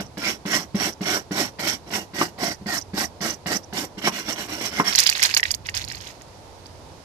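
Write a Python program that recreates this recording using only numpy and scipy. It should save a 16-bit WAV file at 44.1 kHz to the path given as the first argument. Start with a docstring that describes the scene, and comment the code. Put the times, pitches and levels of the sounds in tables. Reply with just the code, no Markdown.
"""Close over a car's engine bay, a wire brush scrubs a rusty steel battery tray in long strokes.
It lands with a thump, rasps as its wires catch on the rust, and sings as they flick free.
Just after 2 s its head bangs the metal; from 4 s come short quick strokes and two more bangs.
Near 5 s dry crackling spurts take over as a spray can is readied. They thin out and leave
a faint hiss over the outdoor rumble that lies under the whole scene."""
import sys
import numpy as np
from scipy import signal
from scipy.fft import rfft, irfft, next_fast_len
from scipy.io import wavfile
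from scipy.ndimage import uniform_filter1d, map_coordinates

SR = 44100
rng = np.random.default_rng(int(sys.argv[2]) if len(sys.argv) > 2 else 0)


def output_pcm(signal):
    """Save a mono or channel-first signal as 16-bit PCM at the path in sys.argv[1].

    Samples are clipped to [-1, 1] before scaling.
    """
    pcm = np.clip(np.atleast_2d(signal).T, -1, 1) * 32767
    wavfile.write(sys.argv[1], SR, np.round(pcm).astype(np.int16))


N = 310464

# brush strokes, lifted in between until 4 s, then to and fro on the steel:
# (time [s], speeding up [s], slowing down [s], peak rasp [dB], swell to the peak [dB],
#  drop before the lift [dB], landing thump [dB], weight on the tray [dB], wire brightness [dB])
STROKES = [ (0.0, 0.0045, 0.031, -37, -2, 10, -23.5, -0.5, -3),
           (0.173, 0.12, 0.059, -25, 14.5, 18, -23.5, -2, 1),
           (0.455, 0.096, 0.086, -22.5, 16.5, 24, -20.5, 0, 1.5),
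           (0.747, 0.088, 0.065, -24, 16, 11, -15, 0, 1.5),
           (1.01, 0.13, 0.085, -23.5, 17.5, 32, -19, 0, 1.5),
           (1.311, 0.096, 0.081, -23.5, 14.5, 20, -19, 1, 1.5),
           (1.588, 0.11, 0.082, -24.7, 13, 30, -31, -1.5, 3.5),
           (1.863, 0.008, 0.019, -48.5, 8, 0, -51, 1.5, 1),
           (1.906, 0.044, 0.088, -27.5, 14, 24, -29.5, 0.5, 5.5),
           (2.137, 0.081, 0.085, -27.5, 15.5, 29, -32, 1.5, 4.5),
           (2.38, 0.053, 0.093, -24, 21.5, 13, -41, 2.5, 0.5), (2.614, 0.01, 0.012, -60, 7, 8, -31, -8, -2),
           (2.661, 0.081, 0.029, -24, 15, 3, -23, -5, 3),
           (2.936, 0.067, 0.035, -24.5, 20, 3, -21.5, -1, 4.5),
           (3.208, 0.048, 0.082, -29, 8.5, 14.5, -29.5, 1, 4.5),
           (3.461, 0.063, 0.038, -28.5, 5, 3, -29, 2, 4),
           (3.728, 0.043, 0.078, -29.5, 10.5, 11.5, -32, 1.5, 6),
           (3.974, 0.0089, 0.018, -40, 10, 4.5, -29.5, -0.5, 3),
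           (4.016, 0.06, 0.022, -21, 20, 18, -53, -3, -2),
           (4.117, 0.047, 0.093, -31.5, 9.5, 16, -55, -4.5, 4),
           (4.252, 0.038, 0.049, -28.5, 19, 9, -53, 0.5, 3),
           (4.355, 0.049, 0.068, -31.5, 12.5, 14, -55, -0.5, 4.5),
           (4.479, 0.051, 0.066, -36.5, 9, 4, -49, 0, 4),
           (4.606, 0.052, 0.037, -27.5, 8.5, 13, -59, -3.5, 1.5),
           (4.708, 0.087, 0.038, -27.5, 18, 19.5, -55, 0, 1),
           (4.838, 0.038, 0.055, -22.5, 18, 9.5, -55, -7, 0)]
# angle of the brush: (time [s], share of wires on an edge [0-1], ring of the brush body [dB])
BRUSH_ANGLE = [(.5, 0.08, 1), (.85, 0.13, -1), (1.7, 0.1, -17), (2.0, 0, 6), (2.25, 0.97, 6.5),
               (2.75, 1, -12), (3.5, 0.8, 2.5), (3.8, 0.17, 2), (4.15, 0, 12), (4.45, 0, 9),
               (4.9, 0.08, -7)]
# wires on rust: (frequency [Hz], level [dB])
RASP_EQ = [(50, -42), (90, -5.5), (160, -6), (470, -8), (700, 3.5), (1250, -1), (2200, 1), (2600, -7.5),
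           (3700, -6), (4700, -3.5), (6500, -7), (8000, -9.5), (10500, -17), (13300, -9), (14200, -25)]
# low modes of the tray: (frequency [Hz], width [Hz], level [dB])
TRAY_MODES = [(209, 43, 9), (307.5, 55, 9), (403, 30.6, 4.5), (583, 34, 4.5), (723, 53, -14)]
# wires dragged over the flat: (frequency [Hz], width [Hz], level [dB])
FLAT_WIRE_MODES = [(1462, 83, 0), (2097, 244, 0.5), (3140, 430, -4), (4100, 110, -5), (5600, 200, 4.5)]
# wires bent over an edge: (frequency [Hz], width [Hz], level [dB])
EDGE_WIRE_MODES = [(1470, 230, -1.5), (1884, 92, 8.5), (4750, 450, 3.5), (5060, 180, -14), (5630, 560, 2)]
# where the shifting load colours the wires: (frequency [Hz], share of full depth [0-1])
SHIFT_REACH = [(300, .3), (1500, 1), (6500, 1), (10000, .5)]
# a few wires flick free: (time [s], level [dB])
FLICKS = [(0.0593, -42), (0.624, -32), (0.929, -33), (1.0395, -43), (1.1922, -33), (2.5494, -41),
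          (2.783, -22), (2.816, -29.5), (3.05, -24), (3.213, -28), (3.3018, -19.5), (3.339, -29.5),
          (3.5618, -18.5), (3.638, -38.5), (4.3262, -24), (4.6565, -21)]
# the brush head bangs the metal: (time [s], level [dB])
BANGS = [(2.211, -7.5), (4.071, -9.5), (4.797, -6.5)]
# ring of the head on steel: (frequency [Hz], level [dB], 60 dB decay [s])
BANG_MODES = [(171.7, -14.5, 0.24), (414, -18, 0.27), (714, -1.5, 0.037), (920, -16, 0.21),
              (940, -34, 0.13), (1047, 3.5, 0.073), (1164, 1.5, 0.068), (1480, -13, 0.15), (1570, -44, 1.3),
              (1780, -21, 0.14), (1950, -16, 0.15), (2283, -20, 0.11)]
# dull clatter under a bang: (frequency [Hz], level [dB])
CLATTER_EQ = [(60, -27), (130, -7.5), (210, 3.5), (450, -7.5), (1150, -2), (1900, -9.5),
              (3500, -22.5), (9000, -48)]
# foreground crackles: (time [s], body [dB], treble over body [dB], pitch [Hz])
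SNAPS = [(4.9505, -15, 4.5, 4700), (4.9802, -15.5, 10, 4130), (4.9871, -11.5, 0, 4130),
         (4.9951, -15.5, 10, 4420), (5.029, -18.5, 4, 4300), (5.0641, -7, -7, 4970),
         (5.0911, -9.5, -0.5, 4840), (5.1264, -23, -1, 2600), (5.1516, -20, -20, 4340),
         (5.2208, -14.5, 6, 4470), (5.2285, -11, 3.5, 2360), (5.251, -14, -2, 4300),
         (5.34, -11.5, -1, 4800), (5.3663, -9, -2.5, 4690), (5.397, -24, -2, 1840),
         (5.43, -13, -10.5, 2040), (5.4538, -21.5, -16, 2040), (5.507, -19, 7, 4750),
         (5.5407, -24.5, 3.5, 4520), (5.6616, -31, -1, 2270), (5.688, -21, -7, 2262),
         (5.7428, -22, -1, 5030), (5.7678, -24, 1.5, 4830), (5.841, -28.5, -0.5, 4530),
         (5.8776, -32, 1.5, 4400), (5.9003, -30, -11, 4440), (5.9147, -29, -0.5, 1780),
         (5.9472, -28, -7, 4300), (6.0044, -32.5, -3, 4560), (6.069, -38, -1, 3920),
         (6.212, -42.5, 2, 1830), (6.659, -39.5, -4, 4680)]
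# dense spurts: (time [s], length [s], level [dB])
SPURTS = [(4.98, 0.049, -25.5), (5.229, 0.035, -20.5), (5.364, 0.0084, -16), (5.74, 0.04, -30)]
# bouts of fine crackle: (time [s], length [s], level [dB])
CRACKLE_BOUTS = [(4.92, 0.2, -25), (5.145, 0.172, -26.5), (5.439, 0.063, -31.5), (5.642, 0.051, -39.5),
                 (5.738, 0.085, -34), (5.87, 0.11, -42), (6.008, 0.092, -39)]
# tone of all the crackling: (frequency [Hz], level [dB])
CRACKLE_EQ = [(290, -21), (500, -14.5), (529, -14.5), (902, -8.5), (1340, -7.5), (1930, -1), (3790, -3.5),
              (4740, -1), (6740, -4.5), (8320, -16), (9440, -16), (11500, -23), (13400, -15), (14400, -29)]
# swells of the distant rumble: (time [s], half width [s], rise [dB])
RUMBLE_SWELLS = [(0.05, 0.15, 9), (2.62, 0.13, 6.5), (3.05, 0.15, 5.5), (5.55, 0.24, 10), (5.88, 0.15, 9),
                 (7.0, 0.2, 3)]
# broad outdoor ambience: (frequency [Hz], level [dB])
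AMBIENCE_EQ = [(15, -50), (25, -30), (45, -10.5), (69, -6.5), (156, -9), (221, -13.5), (257, -11),
               (556, -10.5), (802, -12.5), (918, -10), (1180, -21), (2500, -40), (3250, -68), (5500, -120)]
# the hiss comes up slightly near the end: (time [s], level [dB])
HISS_FADER = [(5.6, -53.5), (6.2, -50.5)]
# tone of the hiss: (frequency [Hz], level [dB])
HISS_EQ = [(800, 4), (1600, 1), (3000, -1.5), (4700, 1.5), (6200, -1.5), (8000, -8.5), (11000, -11),
           (14000, -21)]
# stereo image of close sounds: (frequency [Hz], left-right likeness [0-1])
NEAR_IMAGE = [(40, .4), (130, 1), (300, 0.99), (640, 0.92), (1300, 0.71), (2500, 0.31), (6000, 0.037)]
# stereo image of distant sounds: (frequency [Hz], left-right likeness [0-1])
FAR_IMAGE = [(40, 0.55), (130, 0.79), (300, 0.81), (640, 0.54), (1400, 0.064)]
# reverb of the engine bay: (frequency [Hz], 60 dB decay [s])
BAY_DECAY = [(150, 0.18), (1000, 0.12), (5000, 0.017), (14000, 0.12)]
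# balance of the microphone ports: (frequency [Hz], left minus right [dB])
PORT_BALANCE = [(40, -7.5), (150, -0.4), (1000, -2.5), (2000, -3.5), (3200, -6), (4000, -9.5), (5500, -21),
                (7000, -15), (9200, 1.5), (10300, -1.5), (11500, -15), (14000, -25)]

ARCH = 1.276  # shape of a stroke's swell: 1 pointed, 2 round
BITE_S, LIFT_S = .004, 0.087  # attack and release of a stroke
REBOUND_S, REBOUND_WIDTH_S, REBOUND_DB = 0.037, 0.01, 11  # wires bounce; dip for a full-scale thump
SKIPS_PER_S, SKIP_DB = 65, 0.58  # uneven drag over the rust
THUMP_ATTACK_S, THUMP_SCATTER_DB = .005, 1.8
SCRATCH_DB, SCRATCH_S = 7, 0.053  # first touch of the tips: level over the stroke's start, 60 dB decay
BOUT_RISE_S, BOUT_FADE_S = 0.011, .2
TICKS_PER_S, TICK_DB, TICK_SCATTER_DB = 35, 1, 2  # level is relative to the bout
TICK_TREBLE_DB, TICK_HZ, TICK_SCATTER_OCTAVES = -7.5, 3530, 0.52
RUMBLE_DB, AMBIENCE_DB, BAY_DB = -53, -47.5, -14
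TOP_HZ = 14500


def scrubbing():
    """Wires catch on the rust; the catches drive the tray, and the wires ring according to their lie."""
    speed = brush_speed()
    effort = speed / speed.max()
    weight_db, bright_db = curves([(s + rise, weight, bright) for s, rise, *_, weight, bright in STROKES])
    edge, brush_db = curves(BRUSH_ANGLE)
    edge = edge.clip(0, 1)
    catches = grit(rate=1200, spread_db=2.0) * amp(2.36 * wobble(70))
    catches = shifting_load(catches, depth_db=3.2)
    rasp = unit(filtered(catches, lambda hz: np.hypot(eq(RASP_EQ, hz), mode_gain(TRAY_MODES, hz))))
    body = filtered(rasp, lambda hz: 1 / (1 + (hz / 900) ** 4))
    tips = filtered(rasp, lambda hz: 1 - 1 / (1 + (hz / 4000) ** 6))
    mids = rasp - body - tips
    # the tray answers even a light touch, so its level swings less than the rasp
    load = speed.max() * uniform_filter1d(effort, size=400).clip(0) ** 0.67
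    scrape = speed * (mids + tips * amp(bright_db)) + load * body * amp(weight_db)
    plucks = shifting_load(grit(rate=500, spread_db=3), depth_db=3.5)
    ring = lambda modes: unit(filtered(plucks, lambda hz: mode_gain(modes, hz)))
    on_flat = amp(0.5) * np.sqrt(1 - edge) * ring(FLAT_WIRE_MODES)
    on_edge = amp(-1) * np.sqrt(edge) * ring(EDGE_WIRE_MODES)
    brush_body = amp(brush_db - 16) * ring([(2866, 20, 0)])
    # a lightly loaded brush rings more freely than one pressed down hard
    freedom = amp(1.5 - 2.5 * np.sqrt(effort))
    flutter = amp(1.7 * wobble(35))
    singing = speed * freedom * ((on_flat + on_edge) * flutter + brush_body)
    return stereo(scrape + singing, NEAR_IMAGE, lag_s=.00017)


def brush_speed():
    """Stroke envelopes: the wires bite and rebound, the hand speeds up and slows, the wires let go."""
    speed, t = np.zeros(N), np.arange(SR // 2) / SR
    for s, rise, fall, db, swell_db, drop_db, thump_db, *_ in STROKES:
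        from_peak = np.interp(t, [0, rise, rise + fall], [1, 0, 1])
        arch_db = np.where(t < rise, swell_db, drop_db) * from_peak ** ARCH
        bounce = np.exp(-((t - REBOUND_S) / REBOUND_WIDTH_S) ** 2)
        bounce_db = REBOUND_DB * np.sqrt(amp(thump_db)) * bounce
        add(speed, s, amp(db - arch_db - bounce_db) * burst(t, rise + fall, BITE_S, LIFT_S))
    return speed * amp(SKIP_DB * wobble(SKIPS_PER_S))


def shifting_load(x, depth_db):
    """Brief narrow resonances come and go as different wires take the load."""
    hz, _, spectrum = signal.stft(x, SR, nperseg=1024)
    patches = uniform_filter1d(rng.standard_normal(spectrum.shape[1:]), size=3, axis=0)
    patches = unit(uniform_filter1d(patches, size=7, axis=1))
    gain = amp(depth_db * along(SHIFT_REACH, hz)[:, None] * patches)
    return signal.istft(spectrum * gain, SR, nperseg=1024)[1][:, :N]


def wire_flicks():
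    """Bent wires spring loose in bunches of ten and ping, each at its own pitch."""
    track, t = np.zeros((2, N)), np.arange(SR // 12) / SR
    for s, db in FLICKS:
        pitches = 5700 * np.exp(0.065 * rng.standard_normal((2, 10, 1)))
        age = np.maximum(t - rng.uniform(0, 0.014, (10, 1)), 0)
        pings = np.sin(2 * np.pi * pitches * age) * decay(age, 0.017)
        add(track, s - .011, amp(db - 1.5) * pings.sum(1))
    return track


def brush_landings():
    """The bristles meet the tray: a soft push wakes its low modes and the tips give a short scratch."""
    thumps, tips, t = np.zeros(N), np.zeros((2, N)), np.arange(SR // 4) / SR
    for s, _, _, rasp_db, swell_db, _, thump_db, *_ in STROKES:
        thump = np.zeros(len(t))
        for hz, width, mode_db in TRAY_MODES:
            gain = amp(mode_db + rng.normal(0, THUMP_SCATTER_DB)) / (1 + (hz / 290) ** 3)
            pitch = hz * rng.normal(0.96, 0.029)
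            thump += gain * np.exp(-np.pi * width * .7 * t) * np.sin(2 * np.pi * pitch * t)
        add(thumps, s - .002, amp(thump_db - 1) * thump * attack(t, THUMP_ATTACK_S))
        add(tips, s - .001, amp(rasp_db - swell_db + SCRATCH_DB) * noise(len(t)) * decay(t, SCRATCH_S))
    scratch = filtered(tips, lambda hz: unit(eq(RASP_EQ, hz)))
    return thumps + stereo(scratch, NEAR_IMAGE, lag_s=0.00012)


def head_bangs():
    """The hard brush head strikes: steel modes ring over a short dull clatter."""
    ring, clatter, t = np.zeros((2, N)), np.zeros((2, N)), np.arange(SR // 3) / SR
    for s, db in BANGS:
        clang = np.zeros(len(t))
        for hz, mode_db, t60 in BANG_MODES:
            envelope = amp(mode_db + rng.normal(0, 1.24)) * attack(t, 0.00059) * decay(t, t60)
            clang += envelope * np.sin(2 * np.pi * hz * t + rng.uniform(0, 2 * np.pi))
        add(ring, s + 0.00203, amp(db - 4) * clang / abs(clang).max())
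        add(clatter, s + 0.001935, amp(db + 10) * noise(len(t)) * decay(t, 0.07))
    clatter = filtered(clatter, lambda hz: eq(CLATTER_EQ, hz))
    return stereo(ring + clatter, NEAR_IMAGE, lag_s=0.00017)


def can_crackle():
    """The spray can is readied: dry millisecond snaps, each with its own pitch, over a crackling bed."""
    body, treble, t = np.zeros((2, N)), np.zeros((2, N)), np.arange(SR // 12) / SR
    bins_hz = np.fft.rfftfreq(len(t), 1 / SR)
    for s, db, treble_db, pitch in list(SNAPS) + ticks():
        envelope = amp(db + 8.5) * attack(t, 0.00058) * decay(t, 0.018)
        white = noise(len(t))
        pitched = unit(irfft(rfft(white) * resonance(bins_hz, pitch, width_hz=320), len(t)))
        add(body, s, envelope * (.5 * white + .42 * pitched))
        add(treble, s, envelope * white * amp(treble_db + 3))
    bed = crackle_bed()
    crossover = lambda hz: 1 / (1 + (hz / 5200) ** 8)
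    colour = lambda hz: unit(eq(CRACKLE_EQ, hz))
    lows = filtered(body + bed, lambda hz: colour(hz) * crossover(hz))
    highs = filtered(treble + bed, lambda hz: colour(hz) * (1 - crossover(hz)))
    return stereo(lows + highs, NEAR_IMAGE, lag_s=0.000335)


def ticks():
    """Small snaps scattered through each bout of crackle, as rows like SNAPS."""
    rows = []
    for s, length, db in CRACKLE_BOUTS:
        for k, (jitter, size, detune) in enumerate(rng.standard_normal((24, 3))):
            delay = abs(k + .5 + .3 * jitter) / TICKS_PER_S
            pitch = TICK_HZ * 2 ** (TICK_SCATTER_OCTAVES * detune)
            if delay < length:
                rows.append((s + delay, db + TICK_DB + TICK_SCATTER_DB * size, TICK_TREBLE_DB, pitch))
    return rows


def crackle_bed():
    """Bouts of fine grainy crackle with short dense spurts of noise on top."""
    bouts, t = np.zeros(N), np.arange(SR // 2) / SR
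    for s, length, db in CRACKLE_BOUTS:
        add(bouts, s, amp(db - 2.5) * burst(t, length, BOUT_RISE_S, BOUT_FADE_S))
    bed = bouts * grit(rate=450, spread_db=4.5)
    t = t[:SR // 12]
    for s, length, db in SPURTS:
        add(bed, s, amp(db) * burst(t, length, rise_s=0.0035, fade_s=0.055) * noise(len(t)))
    return bed


def bay_reverb(x):
    """Short dense echoes from the walls of the engine bay."""
    hz, t, spectrum = signal.stft(noise(SR // 4), SR, nperseg=256)
    tail = signal.istft(spectrum * decay(t, along(BAY_DECAY, hz)[:, None]), SR, nperseg=256)[1]
    tail = np.pad(tail, ((0, 0), (SR // 500, 0)))  # 2 ms pre-delay
    return signal.fftconvolve(x, tail / np.linalg.norm(tail[0]), axes=1)[:, :N]


def outdoors():
    """Distant rumble that swells now and then, broad ambience and a thin hiss."""
    t = np.arange(N) / SR
    drift_db = .8 * wobble(6.7)
    swell_db = sum(db * np.exp(-((t - s) / width) ** 2) for s, width, db in RUMBLE_SWELLS)
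    rumble = unit(filtered(noise(), lambda hz: abs(resonance(hz, centre_hz=82.4, width_hz=62)) ** 2))
    rumble *= amp(RUMBLE_DB + swell_db + 2.1 * wobble(7.5))
    ambience = unit(filtered(noise(), lambda hz: eq(AMBIENCE_EQ, hz))) * amp(AMBIENCE_DB + drift_db)
    hiss = unit(filtered(noise(), lambda hz: eq(HISS_EQ, hz))) * amp(curves(HISS_FADER)[0])
    return stereo(rumble + ambience + hiss, FAR_IMAGE, lag_s=0)


def amp(db):
    """Decibels to gain."""
    return 10 ** (np.asarray(db) / 20)


def unit(x):
    """x at rms 1."""
    return x / np.sqrt(np.mean(x ** 2) + 1e-20)


def along(points, hz):
    """Read (frequency [Hz], value) points on a log axis."""
    freqs, values = np.transpose(points)
    return np.interp(np.log(hz + 1), np.log(freqs + 1), values)


def eq(points, hz):
    """Gain of an EQ curve."""
    return amp(along(points, hz))


def curves(rows):
    """Automation: one value per sample for each column after the time."""
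    times, *columns = np.transpose(rows)
    return [np.interp(np.arange(N) / SR, times, column) for column in columns]


def attack(t, rise_s):
    """A rounded onset with time constant rise_s."""
    return 1 - np.exp(-t / rise_s)


def decay(t, t60):
    """A fall of 60 dB every t60 seconds."""
    return amp(-60 * t / t60)


def burst(t, length, rise_s, fade_s):
    """Attack, hold until length, then a fall of 60 dB in fade_s."""
    return np.clip(t / rise_s, 0, 1) * decay(np.maximum(t - length, 0), fade_s)


def noise(samples=N):
    """Two unrelated white noises."""
    return rng.standard_normal((2, samples))


def wobble(rate):
    """A smooth random curve, rate knots a second."""
    return map_coordinates(rng.standard_normal(int(N * rate / SR) + 4), [np.arange(N) * rate / SR])


def grit(rate, spread_db):
    """Noise in tiny grains of uneven size, rms 1."""
    return unit(noise() * amp(spread_db * wobble(rate)))


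def filtered(x, response):
    """x through a complex frequency response."""
    size = next_fast_len(N + SR // 2)
    return irfft(rfft(x, size) * response(np.fft.rfftfreq(size, 1 / SR)), size)[..., :N]


def resonance(hz, centre_hz, width_hz):
    """Causal response of one mode."""
    return 1j * hz * width_hz / (centre_hz ** 2 - hz ** 2 + 1j * hz * width_hz)


def mode_gain(modes, hz):
    """Gain of a bank of resonances: (frequency [Hz], width [Hz], level [dB])."""
    return np.sqrt(sum(abs(amp(db) * resonance(hz, centre, width)) ** 2 for centre, width, db in modes))


def add(track, s, sound):
    """Mix a sound into a track at time s."""
    start = max(round(s * SR), 0)
    slot = track[..., start:start + sound.shape[-1]]
    slot += sound[..., :slot.shape[-1]]


def stereo(pair, image, lag_s):
    """Two unrelated signals as mid and side; the left channel arrives lag_s after the right."""
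    angle = lambda hz: np.arccos(np.clip(along(image, hz), -1, 1)) / 2
    mid, side = filtered(pair, lambda hz: np.array([np.cos(angle(hz)), np.sin(angle(hz))]))
    delays = lambda hz: np.exp(np.pi * 1j * hz * lag_s * np.array([[-1], [1]]))
    return filtered(np.array([mid + side, mid - side]), delays)


def scene():
    """The work in the engine bay, its echoes and the outdoor background."""
    work = scrubbing() + wire_flicks() + brush_landings() + head_bangs() + can_crackle()
    return work + amp(BAY_DB) * bay_reverb(work) + outdoors()


def record(dry):
    """Two unlike microphone ports; the treble arrives a little late and the highest peaks are rounded."""
    def ports(hz, treble_lag_s=.00666):
        left = eq(PORT_BALANCE, hz)
        balance = np.array([left, np.ones_like(hz)]) * np.sqrt(2 / (1 + left ** 2))
        crossfade = np.pi / 2 / (1 + np.exp(np.clip((5080 - hz) / 330, -40, 40)))
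        return balance * (np.cos(crossfade) + np.sin(crossfade) * np.exp(-2j * np.pi * hz * treble_lag_s))

    heard = filtered(dry, ports)
    rounded = heard / (1 + abs(heard / .8) ** 4) ** (1 / 4)
    return filtered(rounded, lambda hz: 1 / np.sqrt(1 + (hz / TOP_HZ) ** 200))


dry = scene()
out = record(dry)
output_pcm(out)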